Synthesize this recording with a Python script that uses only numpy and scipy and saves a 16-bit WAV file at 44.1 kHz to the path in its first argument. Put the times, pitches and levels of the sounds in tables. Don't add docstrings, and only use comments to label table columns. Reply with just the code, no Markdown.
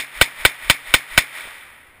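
import sys
import numpy as np
from scipy import signal
from scipy.fft import rfft, irfft, next_fast_len
from scipy.io import wavfile
from scipy.ndimage import uniform_filter1d, map_coordinates

SR = 44100
rng = np.random.default_rng(int(sys.argv[2]) if len(sys.argv) > 2 else 0)


def boost_factor(decibels):
    exponent = np.asarray(decibels, float) / 20
    return 10 ** exponent


def generate_wav(sig):
    pcm = np.round(np.clip(np.atleast_2d(sig).T, -1, 1) * 32767).astype(np.int16)
    wavfile.write(sys.argv[1], SR, pcm)


N = 88200
BLAST_HOLD_S = .0059


def unit(x):
    return x / np.sqrt(np.mean(x ** 2) + 1e-20)


def along(points, hz):
    f, value = np.transpose(points)
    return np.interp(np.log(hz + 1), np.log(f + 1), value)


def causal(x, gain):
    m = 2 * next_fast_len(x.shape[-1] // 2 + 4096)
    log_gain = np.log(np.maximum(gain(np.fft.rfftfreq(m, 1 / SR)), 1e-6))
    cepstrum = irfft(log_gain, m)
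    cepstrum[1:m // 2] *= 2
    cepstrum[m // 2 + 1:] = 0
    return irfft(rfft(x, m) * np.exp(rfft(cepstrum)), m)[..., :x.shape[-1]]


def fading(noise, t60s):
    hz, t, z = signal.stft(noise, SR, nperseg=128)
    decay = boost_factor(-60 * t / along(t60s, hz)[:, None])
    return signal.istft(z * decay, SR, nperseg=128)[1][:len(noise)]


def burst(t, t60):
    return (t >= 0) * boost_factor(-60 * np.maximum(t, 0) / t60)


def decaying_tones(t, tones):
    return sum(boost_factor(db) * burst(t - s, t60) * np.sin(2 * np.pi * hz * (t - s)) for s, hz, db, t60 in tones)


# frequency in Hz, level in dB.
WIND = [(20, -7), (70, -7), (150, -16.5), (400, -41.5)]
# frequency in Hz, level in dB.
HISS = [(100, -9), (300, -1.5), (800, -3.5), (2200, 2.5), (4000, -16.5), (5900, -28.5)]


def air():
    t = np.arange(N) / SR
    gusts = map_coordinates(rng.standard_normal(40), [t * 8.92])
    duck_db, duck_s = -22, .15
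    ducks = [duck_db * (t > s) * np.exp(-((t - s) / duck_s) ** 2) for s, *_ in SHOTS]
    wind = unit(causal(rng.standard_normal(N), lambda hz: boost_factor(along(WIND, hz))))
    hiss = unit(causal(rng.standard_normal(N), lambda hz: boost_factor(along(HISS, hz))))
    return boost_factor(-57 + 5 * gusts + np.min(ducks, axis=0)) * wind + boost_factor(-52.5) * hiss


# frequency in Hz, t60 in seconds.
WOODS = [(200, 0.71), (700, 1.75), (2200, 1.563), (4000, 1.194), (5800, 1.23)]
# frequency in Hz, level in dB.
WOODS_TILT = [(200, 4.5), (700, 1), (2200, 3), (5500, -4.5)]
# first echo in seconds, swell in seconds, level in dB.
TREELINES = [
    (0.091, 0.067, -16),
    (0.133, 0.041, -3),
    (0.184, 0.01, -2),
]


def woods(t, noise):
    swell = np.sqrt(sum((boost_factor(db) * np.clip((t - s) / rise, 0, 1)) ** 2 for s, rise, db in TREELINES))
    echo = np.roll(fading(noise, WOODS), np.argmax(t > 0))
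    return causal(swell * echo, lambda hz: boost_factor(along(WOODS_TILT, hz) - 24))


# delay in seconds, pitch in Hz, level in dB.
BANKS = [
    (.2775, 450, -29),
    (.2975, 600, -29),
]


def bank_slaps(t):
    return decaying_tones(t, [(s, hz, db, .009) for s, hz, db in BANKS])


# frequency in Hz, t60 in seconds.
SHELTER = [(200, 0.02), (700, 0.058), (1500, 0.16), (2200, .24), (3000, 0.12), (5500, 0.15)]


def shelter(t, noise):
    return boost_factor(-12.5) * np.roll(fading(noise, SHELTER), np.argmax(t > 0)) * (t > 0)


# delay in seconds, level in dB, t60 in seconds.
BOUNCES = [
    (.0065, -29, .02),
    (.0095, -3.5, 0.025),
    (0.014, -16.5, 0.017),
    (0.024, -23.5, 0.083),
    (0.045, -30, 0.02),
    (.068, -45, .05),
]


def bounces(t):
    return np.sqrt(sum((boost_factor(db) * burst(t - s, t60)) ** 2 for s, db, t60 in BOUNCES))


def bench_shake(t):
    low = causal(rng.standard_normal(len(t)), lambda hz: 1 / (1 + (hz / 50.6) ** 4))
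    squeeze_s, width_s = .03, .03
    return boost_factor(-39) * unit(low) * np.exp(-((t + squeeze_s) / width_s) ** 2)


def blast_envelope(t):
    rise_s, end_t60 = .0004, .004
    return np.clip(t / rise_s, 0, 1) * np.where(t < BLAST_HOLD_S, 1, burst(t - BLAST_HOLD_S, end_t60))


def direct_sound(t):
    hammer = boost_factor(-27) * burst(t + .0055, .02)
    lead_in = boost_factor(-25) * np.exp(-np.abs(t) / .0013)
    return blast_envelope(t) + hammer + lead_in


def low_swing(t):
    push, pull, pull_s = 1.0, .18, .0026
    u = np.maximum(t - BLAST_HOLD_S, 0) / pull_s
    return -push * np.sin(np.pi * np.clip(t / BLAST_HOLD_S, 0, 1)) + pull * u * np.exp(1 - u)


# frequency in Hz, level in dB.
CASE = [(60, -25.5), (300, -22.5), (900, -12.5), (2000, -5), (2800, -17.5), (3800, -7.5), (4600, -12.5),
        (5900, -22)]
# frequency in Hz, width in Hz, level in dB.
CASE_PEAKS = [(620, 50, -11), (916, 29, -7.5), (1206, 85, -7), (1467, 23, -11), (1910, 127, -1),
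              (2325, 410, -0.5), (3130, 150, -3), (3550, 180, 1), (5110, 470, -8.5)]


def case(x):
    def gain(hz):
        peaks = sum(boost_factor(2 * db) / (1 + (2 * (hz - centre) / width) ** 2) for centre, width, db in CASE_PEAKS)
        return np.sqrt(boost_factor(2 * along(CASE, hz)) + peaks)

    return causal(x, gain) / np.sqrt(np.mean(gain(np.fft.rfftfreq(8192, 1 / SR)) ** 2))


# frequency in Hz, level in dB, t60 in seconds.
RING = [(514.8, -3, 0.022), (950, -12.5, 0.038), (1375.7, -1, 0.024), (1526.8, -0.5, 0.052),
        (1835, -9, 0.039), (2313.3, -2, 0.069), (2635, -0.5, 0.021), (3045.7, -2.5, 0.047),
        (3708, -1.5, 0.019), (4863, -5, 0.021)]


def box_ring(t, phases, spread_db):
    modes = sum(boost_factor(db + spread) * burst(t, t60) * np.sin(2 * np.pi * hz * t + phase)
                for (hz, db, t60), phase, spread in zip(RING, phases, spread_db))
    return boost_factor(8.5) * blast_envelope(t) * modes


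# delay in seconds, frequency in Hz, level in dB, t60 in seconds.
AFTER = [
    (.0058, 2250, -9, .03),
    (.0092, 1900, -2, .022),
    (.0095, 3400, -5, .014),
    (.0155, 2000, -10, .015),
    (.021, 2150, -15, .025),
    (.0275, 2050, -19, .015),
    (.0425, 2200, -24, .12),
    (.01, 135, -50, .7),
    (.01, 280, -43, .3),
]


def after_ring(t):
    return decaying_tones(t, AFTER)


def answer(t, noise, phases, spread_db):
    near = (direct_sound(t) + bounces(t)) * noise[0]
    airborne = near + shelter(t, noise[1]) + woods(t, noise[2])
    return case(airborne) + box_ring(t, phases, spread_db) + after_ring(t)


# start in seconds, strength in dB, low-frequency swing in dB.
SHOTS = [
    (-.262, -4.5, 0),
    (-.0215, -3, 0.5),
    (0.2122, -2.5, -3),
    (0.4502, -3.5, -5.5),
    (0.6978, -3, -8.5),
    (0.939, -3, -6),
    (1.1765, -2, -6),
]


def pistol():
    lead_s, tail_s = .4, 2.4
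    t = np.arange(round(tail_s * SR)) / SR - .12
    shared = rng.standard_normal((3, len(t)))
    phases = rng.uniform(0, 2 * np.pi, len(RING))
    same = .85
    swing, slaps = low_swing(t), bank_slaps(t)
    out = np.zeros(N + round((lead_s + tail_s) * SR))
    for s, db, swing_db in SHOTS:
        noise = np.sqrt(same) * shared + np.sqrt(1 - same) * rng.standard_normal(shared.shape)
        shot_phases = phases + rng.normal(0, .3, len(RING))
        spread_db = rng.normal(0, 1.3, len(RING))
        sound = answer(t, noise, shot_phases, spread_db) + slaps + bench_shake(t)
        start = round((s + t[0] + lead_s) * SR)
        out[start:][:len(t)] += boost_factor(db) * sound + boost_factor(swing_db) * swing
    return out[round(lead_s * SR):][:N]


def scene():
    return (air() + pistol())[None]


def roll_off(x):
    return signal.sosfilt(signal.butter(12, 16250, fs=SR, output="sos"), x)


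def record(dry):
    top, knee = .93, 10
    x = dry / (1 + np.abs(dry / top) ** knee) ** (1 / knee)
    edge_hz, edge_steep = 5900, 51
    x = causal(x, lambda hz: 1 / np.sqrt(1 + (hz / edge_hz) ** (2 * edge_steep)))
    sampling_hz, playback_hz = 12000, 48000
    x = signal.resample_poly(x, sampling_hz // 300, SR // 300, axis=1, window=("kaiser", 1.))
    x = np.repeat(x, playback_hz // sampling_hz, axis=1)
    x = signal.resample_poly(x, SR // 300, playback_hz // 300, axis=1)[:, :N]
    hz = np.fft.rfftfreq(N, 1 / SR)
    cut_hz, cut_steep = 15350, 60
    z = rfft(x) / (1 + (hz / cut_hz) ** (2 * cut_steep))
    gap_hz, gap_wide_hz, gap_opens_db = 11950, 650, -15
    gap = irfft(z / (1 + ((hz - gap_hz) / gap_wide_hz) ** 20), N)
    is_quiet = uniform_filter1d(x ** 2, 700) < boost_factor(2 * gap_opens_db)
    quiet = uniform_filter1d(1. * is_quiet, 256)
    return roll_off(np.clip(irfft(z, N) - quiet * gap, -1, 1))


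dry = scene()
out = record(dry)
generate_wav(out)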